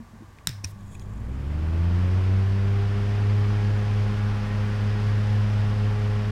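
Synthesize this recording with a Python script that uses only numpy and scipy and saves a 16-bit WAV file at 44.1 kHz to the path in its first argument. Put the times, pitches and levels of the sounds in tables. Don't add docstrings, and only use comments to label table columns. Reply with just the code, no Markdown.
import sys
import numpy as np
from scipy import signal
from scipy.fft import rfft, irfft, next_fast_len
from scipy.io import wavfile

SR = 44100
rng = np.random.default_rng(int(sys.argv[2]) if len(sys.argv) > 2 else 0)


def to_wav(s):
    ch = np.atleast_2d(s).T
    pcm = np.round(np.clip(ch, -1, 1) * 32767)
    wavfile.write(sys.argv[1], SR, pcm.astype(np.int16))


N = 278271
TIME = np.arange(N) / SR

# pitch_hz, level_db_per_hz
ROOM_COLOUR = [(25, -7), (50, 3), (140, -3.5), (300, -13), (470, -18), (850, -15.5), (1020, -14.5),
               (1160, -11), (1290, -24), (1600, -18), (2700, -29.5), (5000, -33), (7000, -33.5),
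               (10000, -39), (15500, -44)]
# start_s, level_db, pitch_hz, t60_s
BASE_BUMPS = [(.002, -32.5, 227, 0.14), (.135, -41, 223, 0.18), (.208, -36, 220, 0.095),
              (.222, -38.5, 324, 0.077), (0.473, -26, 174, 0.087), (.48, -33, 50.6, .12),
              (.497, -22, 115.6, 0.09), (0.64, -28, 242, 0.016), (0.647, -26.5, 87.6, 0.13),
              (0.654, -37, 54.6, 0.086)]
# start_s, level_db, centre_hz, width_hz (of each of two passes), t60_s
FRAME_TICKS = [(0.3862, -45, 1470, 1940, 0.015), (0.671, -53, 5000, 8000, 0.027),
               (0.9964, -40.5, 3200, 7000, 0.008), (1.024, -55, 5000, 8000, .015)]
# start_s, level_db, grit_0_to_1, length_s (scrape falls 15 dB)
SWITCH_CONTACTS = [(.4718, 1, 0.28, 0.0023), (.4875, -32, .95, .004), (.4908, -17.5, 1, 0.003)]
# pitch_hz, half_width_hz (of each of two passes), level_db
HOUSING_MODES = [(990, 180, -5), (1530, 410, -2.5), (2860, 390, -5.5), (3770, 330, 3), (5330, 470, 3.5),
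                 (7240, 440, 2), (7980, 610, -2), (8870, 360, -6), (11900, 300, -9), (13300, 640, -9.5)]
# start_s, level_db, grit_0_to_1, length_s (scrape falls 15 dB)
STAND_CONTACTS = [(.6396, -33, 0.7, .004), (.6422, -17, 0.5, 0.0045), (.6445, -9.5, 0.96, 0.0032),
                  (.6475, -22.5, 1, 0.0043), (.6522, -20.5, 0.3, 0.0022)]
# pitch_hz, half_width_hz (of each of two passes), level_db
STAND_MODES = [(1060, 240, -4), (1860, 450, -2), (2430, 220, 4.5), (3760, 640, -4), (5540, 400, 5.5),
               (5500, 180, -11), (7130, 230, -3), (8400, 1300, -7.5), (13400, 1500, -21)]
# pitch_hz, level_db_per_hz
ECHO_COLOUR = [(300, -52), (1000, -9), (1700, 4), (3000, -3.5), (3800, 2), (4500, -3), (5300, 6.5),
               (6800, -11), (8800, -6), (10500, -19), (15000, -14)]
# multiple_of_shaft_rate, level_db
UNBALANCE_PARTIALS = [(1, -37), (2, -44.5), (4, -52), (5, -59), (7, -62.5), (8, -68.5), (10, -61.5),
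                      (14, -61.5)]
# pitch_hz, level_db_per_hz
AIR_COLOUR = [(25, -0.5), (130, 3), (240, -4.5), (350, -8.5), (650, -11.5), (1050, -10), (1750, -12),
              (2400, -15), (3100, -17.5), (4000, -23.5), (5100, -23), (7000, -34.5), (10500, -41.5),
              (15500, -51)]
# pitch_hz, growth_db_per_doubling_of_speed
AIR_GROWTH_CURVE = [(60, 4), (350, 9.5), (1000, 22.5), (2400, 22.5), (5000, 32.5), (14000, 21)]
# time_s, level_db
AIR_LEVEL_SHIFT = [(1.0, 4), (2.05, 3), (2.5, -0.24), (5.0, 0.12), (6.3, -.7)]
# multiple_of_blade_rate, level_db
WAKE_PARTIALS = [(5, -50), (6, -55), (7, -54.5), (8, -52.5), (10, -59), (11, -58), (12, -62.5), (13, -60.5),
                 (14, -57.5), (16, -57.5), (17, -67.5), (18, -57)]
# multiple_of_blade_rate, peak_level_db
GUARD_BUZZ_PARTIALS = [(5, -39), (6, -41.5)]
# pitch_hz, level_db_per_hz
HISS_COLOUR = [(500, -17), (2500, -4), (7000, -2), (10000, -2), (15000, -5)]
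# pitch_hz, width_hz, level_db
BRUSH_RESONANCES = [(2510, 180, 3.5), (3340, 370, 3.5), (6840, 150, 8), (7550, 360, 5.5), (8900, 500, -2)]
# centre_s, half_length_s, level_db
HARDER_RUBS = [(0.94, .04, -63.5), (1.01, .022, -62.5)]
# multiple_of_blade_rate, full_speed_level_db, growth_db_per_doubling_of_speed,
# extra_in_swell_db, extra_once_tilted_db, unrest_0_to_1
BLADE_PARTIALS = [(1, -21.8, 13.5, 4.5, 1, 0.02), (2, -38, 2.5, 6, 2, 0.2), (3, -48.5, 15, 7.5, -7.5, 0.18),
                  (4, -42.5, 6.5, -0.5, 0, 0.15)]
# time_s, level_db
DEEP_TONE_SWAY = [(2.0, -0.5), (2.4, 2), (2.98, -2), (3.3, 1.5), (3.85, -1.1), (4.5, -5), (5.3, -0.5),
                  (6.3, -3.5)]
# time_s, level_db
WHINE_TONE_SWAY = [(2.2, -1), (2.8, 2), (4.0, -2), (4.55, -4.5), (5.0, 0), (5.5, -6), (6.0, -0.5)]

SWITCH_ON_S, LET_GO_S = .472, .735
FULL_SPEED_HZ, BLADE_COUNT = 104.15, 3
SPIN_UP_S = 1.184
TILT_S, TILT_LENGTH_S, TILT_SAG_HZ = 4.45, .4, .6
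SWELL_HZ, SWELL_WIDTH_HZ = 86.6, 9.4
WAKE_GROWTH_DB = 2.2
MAINS_HUM_HZ, HUM_ATTACK_S = 100, .019
ROOM_HUM_DB, RUNNING_HUM_DB, HUM_OCTAVE_DB = -54, -43.5, -48.5
HELD_HUM_DB, HELD_OCTAVE_DB = 3, -8
BRUSH_START_S, BRUSH_DB = .79, -64.5
HISS_START_S, HISS_LENGTH_S, HISS_EDGE_S, HISS_DB = .667, .058, .008, -57.5
CUTOFF_HZ = 15800


def from_db(db):
    return 10 ** (np.asarray(db) / 20)


def rms_one(x):
    return x / np.sqrt(np.mean(x ** 2) + 1e-20)


def in_time(rows):
    time_s, level_db = np.transpose(rows)
    return np.interp(TIME, time_s, level_db)


def at_hz(points, hz):
    known_hz, values = np.transpose(points)
    return np.interp(np.log(np.maximum(hz, 1)), np.log(known_hz), values)


def ramp(start, length):
    return np.clip((TIME - start) / length, 0, 1)


def bell(x, centre, width):
    return np.exp(-((x - centre) / width) ** 2)


def dying(start, t60):
    return (TIME >= start) * np.exp(-np.log(1000) * np.clip((TIME - start) / t60, 0, 2))


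def drift(rate):
    step = 40
    r = np.exp(-2 * np.pi * rate * step / SR)
    chance = rng.standard_normal(N // step + 2002)
    slow = signal.lfilter([1], [1, -2 * r, r * r], chance)[2000:]
    return np.interp(np.arange(N) / step, np.arange(len(slow)), rms_one(slow))


def noise(spectrum):
    size = next_fast_len(N)
    hz = np.fft.rfftfreq(size, 1 / SR)
    gain = from_db(at_hz(spectrum, hz)) * (hz > 18)
    return rms_one(irfft(rfft(rng.standard_normal(size)) * gain, size)[:N])


def resonate(x, hz, width):
    r = np.exp(-np.pi * width / SR)
    poles = [1, -2 * r * np.cos(2 * np.pi * hz / SR), r * r]
    return (1 - r * r) / 2 * signal.lfilter([1, 0, -1], poles, x + 1e-18)


def unsteady_tone(angle, unrest, rate):
    shaken = (1 + unrest * drift(rate)) * np.cos(angle) + unrest * drift(rate) * np.sin(angle)
    return -np.sqrt(2 / (1 + 2 * unrest ** 2)) * shaken


def room():
    return from_db(-49.5) * noise(ROOM_COLOUR)


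def mains_hum():
    powered = ramp(SWITCH_ON_S, HUM_ATTACK_S)
    held = 1 - ramp(LET_GO_S, HUM_ATTACK_S)
    hum = powered * from_db(RUNNING_HUM_DB + HELD_HUM_DB * held)
    octave = powered * from_db(HUM_OCTAVE_DB + HELD_OCTAVE_DB * held)
    angle = 2 * np.pi * MAINS_HUM_HZ * TIME
    return np.sqrt(2) * ((from_db(ROOM_HUM_DB) + hum) * np.sin(angle) + octave * np.sin(2 * angle))


def bumps():
    out = np.zeros(N)
    for start, db, hz, t60 in BASE_BUMPS:
        out += from_db(db) * dying(start, t60) * np.sin(2 * np.pi * hz * (TIME - start))
    return out


def ticks():
    out = np.zeros(N)
    for start, db, hz, width, t60 in FRAME_TICKS:
        crack = resonate(resonate(rng.standard_normal(N), hz, width), hz, width)
        out += from_db(db) * dying(start, t60) * rms_one(crack)
    return out


def strike(contacts, modes, echo_db, echo_t60):
    force, echo_power = np.zeros(N), np.zeros(N)
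    for start, db, grit, length in contacts:
        scrape = dying(start, 4 * length) * rng.choice([-1, 1], N)
        force += from_db(db) * grit * scrape / np.sqrt(np.sum(scrape ** 2))
        force[round(start * SR)] += from_db(db) * np.sqrt(1 - grit ** 2)
        echo_power += (from_db(db) * dying(start, echo_t60)) ** 2
    ringing = np.zeros(N)
    for hz, half_width, db in modes:
        spreading = resonate(force, hz, 2 * half_width)
        ringing += from_db(db) * resonate(spreading, hz, 2 * half_width)
    return ringing + from_db(echo_db) * np.sqrt(echo_power) * noise(ECHO_COLOUR)


def switch_snap():
    return from_db(12.5) * strike(SWITCH_CONTACTS, HOUSING_MODES, echo_db=-52.0, echo_t60=.32)


def stand_settling():
    return from_db(11.0) * strike(STAND_CONTACTS, STAND_MODES, echo_db=-51.0, echo_t60=.25)


def rotor_speed(tilting):
    free = FULL_SPEED_HZ * np.tanh((TIME - SWITCH_ON_S) / SPIN_UP_S)
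    return np.maximum(free - TILT_SAG_HZ * tilting, 0)


def unbalance(angle, doublings, growth_db=9.0):
    shaft = angle / BLADE_COUNT
    shake = np.zeros(N)
    for k, db in UNBALANCE_PARTIALS:
        shake += from_db(db) * np.sqrt(2) * np.sin(k * shaft + rng.uniform(0, 2 * np.pi))
    return shake * from_db(growth_db * doublings)


def air(angle, doublings, level_db=-37.0, flutter_db=.58):
    rest, out = noise(AIR_COLOUR), np.zeros(N)
    for top_hz in np.geomspace(125, 16000, 8):
        lowpass = signal.butter(2, top_hz, fs=SR, output="sos")
        band = signal.sosfiltfilt(lowpass, rest, padtype="even")
        rest = rest - band
        growth_db = at_hz(AIR_GROWTH_CURVE, top_hz / np.sqrt(2)) * doublings
        out += band * from_db(growth_db + flutter_db * drift(25))
    pulsing = 1 + .025 * np.cos(angle) + .04 * np.cos(angle / BLADE_COUNT)
    return out * from_db(level_db + in_time(AIR_LEVEL_SHIFT)) * pulsing


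def wakes(angle, blade_hz, doublings, resonance_hz=90.8, resonance_width_hz=.9):
    out = np.zeros(N)
    for k, db in WAKE_PARTIALS:
        phase = rng.uniform(0, 2 * np.pi)
        partial = unsteady_tone(k * angle + phase, unrest=.15 + .05 * k, rate=8)
        out += from_db(db + WAKE_GROWTH_DB * k * doublings) * partial
    in_resonance = bell(blade_hz, resonance_hz, resonance_width_hz)
    for k, db in GUARD_BUZZ_PARTIALS:
        out += in_resonance * from_db(db) * np.sin(k * angle)
    return ramp(start=.42, length=.7) * out


def hiss():
    fade_s = HISS_START_S + HISS_LENGTH_S - HISS_EDGE_S
    envelope = ramp(HISS_START_S, HISS_EDGE_S) - ramp(fade_s, HISS_EDGE_S)
    return from_db(HISS_DB) * envelope * noise(HISS_COLOUR)


def brushing(angle, slip, catch_db=-.5):
    level = from_db(BRUSH_DB) * slip * (TIME > BRUSH_START_S)
    for centre, half_length, db in HARDER_RUBS:
        level = level + from_db(db) * bell(TIME, centre, half_length)
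    pressing_db = 3.5 * drift(90) + catch_db * np.cos(angle / BLADE_COUNT)
    friction = rng.standard_normal(N) * from_db(pressing_db)
    rub = np.zeros(N)
    for hz, width, db in BRUSH_RESONANCES:
        rub += resonate(friction * from_db(db + 3.5 * drift(40)), hz, width)
    return level * rms_one(rub)


def blades(angle, blade_hz, doublings):
    swell = bell(blade_hz, SWELL_HZ, SWELL_WIDTH_HZ)
    tilted = ramp(TILT_S - 2 * TILT_LENGTH_S, TILT_LENGTH_S)
    sway_db = {1: in_time(DEEP_TONE_SWAY), 4: in_time(WHINE_TONE_SWAY)}
    pulse = np.zeros(N)
    for k, db, growth_db, swell_db, tilted_db, unrest in BLADE_PARTIALS:
        level_db = db + growth_db * doublings + swell_db * swell
        level_db = level_db + tilted_db * tilted + sway_db.get(k, 0)
        pulse += from_db(level_db) * unsteady_tone(k * angle, unrest, rate=8.8)
    return ramp(start=.85, length=.3) * pulse


def scene():
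    tilting = bell(TIME, TILT_S, TILT_LENGTH_S)
    blade_hz = rotor_speed(tilting)
    angle = 2 * np.pi * np.cumsum(blade_hz) / SR
    doublings = np.log2(np.maximum(blade_hz, 1) / FULL_SPEED_HZ)
    slip = 1 - blade_hz / FULL_SPEED_HZ
    background = room() + mains_hum()
    handling = bumps() + ticks() + switch_snap() + stand_settling() + hiss()
    rotor = unbalance(angle, doublings) + wakes(angle, blade_hz, doublings)
    rotor = rotor + brushing(angle, slip) + blades(angle, blade_hz, doublings)
    return (background + handling + rotor + air(angle, doublings))[None]


def record(dry):
    ceiling = .27
    limited = dry / (1 + (dry / ceiling) ** 8) ** (1 / 8)
    faded = limited * (1 - ramp(TIME[-1] - .004, .004))
    lowpass = signal.ellip(10, .1, 80, CUTOFF_HZ, fs=SR, output="sos")
    return signal.sosfilt(lowpass, faded)


dry = scene()
out = record(dry)
to_wav(out)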